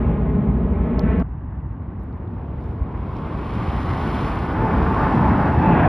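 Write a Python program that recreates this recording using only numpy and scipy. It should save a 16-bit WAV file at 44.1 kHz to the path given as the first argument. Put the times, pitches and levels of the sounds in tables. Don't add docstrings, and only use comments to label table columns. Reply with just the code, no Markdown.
import sys
import numpy as np
from scipy import signal
from scipy.fft import rfft, irfft
from scipy.io import wavfile

SR = 44100
rng = np.random.default_rng(int(sys.argv[2]) if len(sys.argv) > 2 else 0)


def put_to_file(sound):
    columns = np.atleast_2d(sound).T
    safe = np.clip(columns, -1, 1)
    whole_steps = np.round(safe * 32767)
    wavfile.write(sys.argv[1], SR, whole_steps.astype(np.int16))


N = 259308

TIME = np.arange(N) / SR
HZ = np.maximum(np.arange(N // 2 + 1) * SR / N, 1)
SIDES = np.array([[1], [-1]])
CHANGE_S = 1.226
CUTOFF_HZ = 15500
# [t/s, swing/dB, followed in part by each register and the crackle]
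TREBLE_SWING = [(1.26, -36.5), (1.7, -35), (2.47, -22), (2.9, -19.5), (3.15, -7.5), (3.4, -5), (3.55, 0.5),
                (3.72, 0.5), (4.2, 6), (4.6, -3), (5, 2), (5.55, -2.5), (5.88, -1.5)]


def from_db(db):
    return 10 ** (np.asarray(db) / 20)


def rms_one(x):
    return x / np.sqrt(np.mean(x ** 2) + 1e-20)


def in_time(rows):
    s, *columns = np.transpose(rows)
    return [np.interp(TIME, s, column) for column in columns]


def colour(points):
    hz, db = np.transpose(points)
    return from_db(np.interp(np.log(HZ), np.log(hz), db))


def bump(at_s, spread_s):
    return np.exp(-((TIME - at_s) / spread_s) ** 2)


def drift(corner_hz):
    step, settle = 40, 2000
    pole = np.exp(-2 * np.pi * step * corner_hz / SR)
    noise = rng.standard_normal(N // step + settle + 2)
    slow = signal.lfilter([1], [1, -2 * pole, pole * pole], noise)[settle:]
    return np.interp(np.arange(N) / step, np.arange(len(slow)), rms_one(slow))


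def stereo_noise(spectrum):
    # [t/s, level/dB added to width]
    diffuse = [(0, -8), (1.2, -7.5), (1.3, -4), (2.7, -4.5), (3.5, -7.5), (4.4, -18.5), (5.88, -9.5)]
    # [f/Hz, side minus mid/dB before the diffuse level]
    width = [(60, -37.5), (130, -37), (250, -23), (500, -9.5), (1000, -5), (2000, -9), (3500, -19),
             (6000, -10.5), (12000, -4)]
    low_cut = 1 / np.sqrt(1 + (18 / HZ) ** 4)
    mid, side = rfft(rng.standard_normal((2, N))) * colour(spectrum) * low_cut
    diffuse_db, = in_time(diffuse)
    direct = irfft(mid, N)
    scattered = from_db(diffuse_db) * irfft(side * colour(width), N)
    return direct + SIDES * scattered


def ground_echo(x, echo_rows, dull_hz):
    lag_ms, strength = in_time(echo_rows)
    bounced = irfft(rfft(x) / np.sqrt(1 + (HZ / dull_hz) ** 2), N)
    delayed = np.array([np.interp(TIME - lag_ms / 1000, TIME, side) for side in bounced])
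    return x + strength * delayed


def through_air(x, splits_hz, levels_db, flutter_db, flutter_hz):
    rest, out = rfft(x), 0
    for split_hz, level_db, depth_db in zip([*splits_hz, SR], levels_db, flutter_db):
        below = 1 / (1 + (HZ / split_hz) ** 16)
        register = irfft(rest * below, N)
        rest = rest * (1 - below)
        gain = from_db(level_db + depth_db * drift(flutter_hz))
        out = out + rms_one(register) * gain
    return out


def receding_jet():
    # [f/Hz, level/dB per Hz]
    spectrum = [(22, -17), (35, -22), (55, 8), (100, 2.5), (220, -4), (420, -13.5), (620, -21.5),
                (1100, -28), (1600, -41), (2300, -45.5), (3500, -60), (5000, -78), (7000, -91),
                (15000, -101)]
    # [t/s, lag/ms, strength 0-1]
    echo = [(0, 4.8, .48), (.6, 4.74, .5), (.9, 4.66, .58), (1.08, 4.56, .74), (1.22, 4.53, .74)]
    # [t/s, level/dB]
    rumble = [(0, -21), (.3, -21), (.45, -20), (.75, -20), (1.0, -19.5), (1.1, -19.5), (1.22, -22.5)]
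    # [t/s, swell/dB, scaled per register]
    swell = [(0, 2.5), (.3, -1.5), (.7, -4), (.85, 0.5), (1.02, 1.5), (1.09, 7), (1.16, 4.5), (1.22, 2.5)]
    # [level/dB at no swell, share of swell followed]
    registers = [(-21, 0.2), (-35, 0.3), (-47, 1), (-63.5, 0.6)]
    exhaust = ground_echo(stereo_noise(spectrum), echo, dull_hz=3200)
    rumble_db, = in_time(rumble)
    swell_db, = in_time(swell)
    levels_db = [rumble_db] + [db + share * swell_db for db, share in registers]
    return through_air(exhaust, [140, 540, 1400, 3000], levels_db,
                       flutter_db=[0.19, 0.18, 0.31, 0.38, 0.64], flutter_hz=11)


def thin_hiss(second):
    centre_hz, half_width_hz = 11900, 330
    first_db, second_db = -84.5, -96.5
    band = rfft(rng.standard_normal((2, N))) / (1 + ((HZ - centre_hz) / half_width_hz) ** 4)
    level = (1 - second) * from_db(first_db) + second * from_db(second_db)
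    return level * rms_one(irfft(band, N))


def ticks(decay_s, width_octaves):
    # [t/s, peak level/dB, ring f/Hz, bare snap/dB against the unscaled burst]
    tick_rows = [(0.9935, -27.5, 4370, -24), (1.199, -43, 4300, -19), (1.21, -58.5, 5370, -25.5),
                 (1.999, -59, 4630, -21), (2.035, -49.5, 12400, -11.5), (2.128, -57, 3910, -37),
                 (2.169, -63.5, 11500, -25), (2.277, -52, 3210, -36), (2.64, -56.5, 5280, -29.5),
                 (2.725, -64, 8930, -8), (3.168, -47.5, 5000, -33), (3.375, -48.5, 4300, -31.5)]
    out, size = np.zeros(N), 600
    for s, peak_db, ring_hz, snap_db in tick_rows:
        burst = rng.standard_normal(size) * np.exp(-np.arange(size) / SR / decay_s)
        edges_hz = ring_hz * 2 ** (np.array([-.5, .5]) * width_octaves)
        edges_hz = np.minimum(edges_hz, CUTOFF_HZ)
        resonance = signal.butter(2, edges_hz, "band", fs=SR, output="sos")
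        tick = signal.sosfilt(resonance, burst) + from_db(snap_db) * burst
        at = round(s * SR)
        out[at:at + size] += from_db(peak_db) * tick / np.abs(tick).max()
    return out


def rustles(grain_db, grain_hz, sway_db, sway_hz):
    # [loudest t/s, spread/s, level/dB]
    spells = [(1.207, .017, -71), (2.03, .06, -80.5), (2.62, 0.053, -73), (2.72, .055, -73)]
    # [f/Hz, level/dB per Hz]
    spectrum = [(1500, -17.5), (3500, 6.5), (5500, -3), (7500, -7.5), (11000, -8), (15000, -17)]
    level = sum(from_db(db) * bump(s, spread_s) for s, spread_s, db in spells)
    uneven_db = grain_db * drift(grain_hz) + sway_db * drift(sway_hz)
    return level * rms_one(stereo_noise(spectrum) * from_db(uneven_db))


def approaching_jet():
    # [f/Hz, level/dB per Hz]
    spectrum = [(22, -18.5), (35, -9.5), (55, 6.5), (150, 0), (300, -6), (520, -15.5), (800, -10.5),
                (1500, -20.5), (3000, -38), (4200, -46.5), (5200, -50.5), (7400, -62), (10500, -62),
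                (15000, -71)]
    # [t/s, lag/ms, strength 0-1]
    echo = [(1.199, 1.1, 0.21), (2.4, 0.94, 0.026), (3.1, 0.87, 0.13), (3.901, .97, 0.17), (5, 0.8, 0.11),
            (5.601, 1.13, 0.14), (5.88, 1.2, 0.43)]
    # [t/s, swing/dB against close, scaled per register]
    approach = [(1.26, -29), (1.75, -27), (2.2, -20.5), (2.65, -19), (3.2, -13.5), (3.6, -11), (4.2, -7),
                (4.45, -8), (4.68, -2.5), (4.88, -3.5), (5.03, -3), (5.4, -1), (5.55, -1.5), (5.8, 0)]
    # [close level/dB,
    # share of approach, share of treble, surge/dB, far airfield roar/dB]
    registers = [(-21.5, 0.68, 0.035, 0.5, -30), (-21, 0.95, -0.1, 2.5, -39.5),
                 (-28, 0.81, 0.011, 4.5, -66), (-24.5, 1.104, 0.063, 2, -52.5),
                 (-32, 1.15, 0.27, 1.5, -58.5), (-45.5, 0.48, 0.53, 9.5, -72.5),
                 (-57, 0.066, 0.83, 3.5, -86.5), (-61, 0.099, 1, -4, -95.5)]
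    # [t/s, rumble change/dB, roar change/dB, fan and upper rush change/dB]
    heaves = [(1.92, -2.5, 6, 0), (2.9, -2, 1, 1.5), (3.6, 2, 3.5, 0.5), (3.91, 5, 1.5, 3),
              (4.24, -0.5, 2, -1), (4.66, 2, 0, -0.5), (4.75, 2.5, 2, 0.5), (5.0, 1, -2, 2.5),
              (5.06, 2, -1, 2), (5.17, -2, 3.5, 0), (5.24, 3.5, 5, 0), (5.32, 3.5, 2, 2.5),
              (5.48, 3, 2.5, -0.5), (5.59, 5.5, 3.5, -1), (5.69, 0, 2, 0), (5.875, 0, -0.5, 2)]
    engines = ground_echo(stereo_noise(spectrum), echo, dull_hz=3960)
    approach_db, = in_time(approach)
    treble_db, = in_time(TREBLE_SWING)
    surge = bump(5.77, 0.12)
    levels_db = []
    for close_db, near, bright, surge_db, far_db in registers:
        jet_db = close_db + near * approach_db + bright * treble_db + surge_db * surge
        power_sum = np.hypot(from_db(jet_db), from_db(far_db))
        levels_db.append(20 * np.log10(power_sum))
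    for s, rumble_db, roar_db, rush_db in heaves:
        heave = bump(s, 0.037)
        levels_db[0] += rumble_db * heave
        levels_db[1] += roar_db * heave
        levels_db[3] += rush_db * heave
        levels_db[4] += rush_db * heave
    gust_db = 0.5 * drift(6)
    levels_db[3:] = [db + gust_db for db in levels_db[3:]]
    return through_air(engines, [140, 330, 600, 1250, 2100, 3000, 4200], levels_db,
                       flutter_db=[0.53, 0.8, 0.32, 0.51, 1.0, 0.94, 0.93, 0.96], flutter_hz=36)


def crackle(per_s, size_spread_db):
    # [f/Hz, level/dB]
    spectrum = [(500, -14), (1800, 6), (3000, 4), (5200, -11), (7400, -18.5), (11000, -23.5),
                (15000, -34.5)]
    level_db, treble_share = -53, 0.96
    sizes = from_db(size_spread_db * np.minimum(rng.exponential(1, N), 3.5))
    shocks = sizes * (rng.random(N) < per_s / SR)
    treble_db, = in_time(TREBLE_SWING)
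    snaps = irfft(rfft(shocks - shocks.mean()) * colour(spectrum), N)
    return from_db(level_db + treble_share * treble_db) * rms_one(snaps)


def inlet_howl(half_width_hz):
    # [t/s, centre f/Hz, level/dB]
    glide = [(1.26, 1064, -54.5), (2.65, 1060, -58), (2.85, 1030, -48), (3.1, 1057, -43), (3.9, 1100, -37),
             (4.3, 1096, -37.5), (4.6, 1010, -47), (4.88, 1100, -34.5), (5.05, 1118, -29),
             (5.18, 1003, -34.5), (5.31, 1024, -29), (5.6, 812, -55), (5.88, 789, -24)]
    centre_hz, level_db = in_time(glide)
    low_pass = 1 / (1 + (HZ / half_width_hz) ** 4)
    a, b = irfft(rfft(rng.standard_normal((2, N))) * low_pass, N)
    phase = 2 * np.pi * np.cumsum(centre_hz) / SR
    return from_db(level_db) * rms_one(a * np.cos(phase) + b * np.sin(phase))


def fan_whine(waver, flutter_db):
    # [t/s, f/Hz before waver]
    blade_rate = [(1.26, 896), (2.6, 894), (3.6, 890), (4.2, 884), (4.7, 880), (5.1, 877), (5.6, 873),
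                  (5.88, 871)]
    # [t/s, level/dB before trim and flutter]
    tone_level = [(1.26, -60), (3.8, -47), (4.15, -42), (4.38, -49), (4.456, -35), (4.54, -44),
                  (4.65, -27.5), (4.74, -33), (4.85, -41), (4.96, -32), (5.07, -19.5), (5.17, -39),
                  (5.23, -28), (5.33, -30.5), (5.41, -40), (5.54, -22.5), (5.63, -27), (5.73, -25),
                  (5.88, -34)]
    # [multiple of blade rate, level/dB before flutter, loudest t/s, spread/s]
    fan_lines = [(2, -49, 5.1, 0.8), (2.99, -54, 5.8, 1), (.502, -37, 4.75, 0.27), (.79, -34.5, 5.75, 0.18),
                 (1.663, -44, 4.9, 1)]
    blade_hz, = in_time(blade_rate)
    level_db, = in_time(tone_level)
    trim_db = -2.0
    phase = 2 * np.pi * np.cumsum(blade_hz * (1 + waver * drift(15.26))) / SR
    out = np.sin(phase) * from_db(level_db + trim_db + flutter_db * drift(12))
    for multiple, line_db, loudest_s, spread_s in fan_lines:
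        beam = bump(loudest_s, spread_s)
        out += np.sin(multiple * phase) * beam * from_db(line_db + flutter_db * drift(6.1))
    return np.sqrt(2) * out


def thump():
    at_s, peak_db, pitch_hz, spread_s = 2.824, -11.5, 64.4, 0.015
    swing = np.cos(2 * np.pi * pitch_hz * (TIME - at_s))
    return from_db(peak_db) * bump(at_s, spread_s) * swing


def scene():
    second = np.clip((TIME - CHANGE_S) / 0.0036 + .5, 0, 1)
    oncoming = approaching_jet() + crackle(per_s=450, size_spread_db=4.0)
    oncoming = oncoming + inlet_howl(half_width_hz=110) + fan_whine(waver=0.00492, flutter_db=4)
    nearby = ticks(decay_s=0.00054, width_octaves=0.6) + thump()
    nearby = nearby + rustles(grain_db=3.5, grain_hz=120, sway_db=-0.5, sway_hz=20)
    return (1 - second) * receding_jet() + second * oncoming + nearby + thin_hiss(second)


def record(dry):
    # [f/Hz, left lead/rad]
    side_phase = [(150, 0), (450, -.25), (800, -.08), (1500, 0), (2000, .03), (2500, .55), (3200, .04),
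                  (4000, .03), (4400, .8), (5000, .1), (6000, 1.7), (7300, 3.1), (9700, 6.25), (11200, 6.4),
                  (12100, 7.3), (13000, 9.3), (14400, 9.6), (15200, 12.4)]
    # [f/Hz, left minus right/dB]
    side_balance = [(180, 0), (400, 1.3), (600, -.5), (1100, -.4), (2000, .1)]
    to_end_s = np.minimum(TIME, TIME[-1] - TIME)
    ends = np.sin(np.pi / 2 * np.clip(to_end_s / .003, 0, 1)) ** 2
    phase = np.interp(HZ, *np.transpose(side_phase))
    side_gains = (colour(side_balance) * np.exp(1j * phase)) ** (SIDES / 2)
    heard = irfft(rfft(dry * ends) * side_gains, N)
    top_cut = signal.cheby2(12, 70, CUTOFF_HZ * 1.08, fs=SR, output="sos")
    return signal.sosfilt(top_cut, heard)


dry = scene()
out = record(dry)
put_to_file(out)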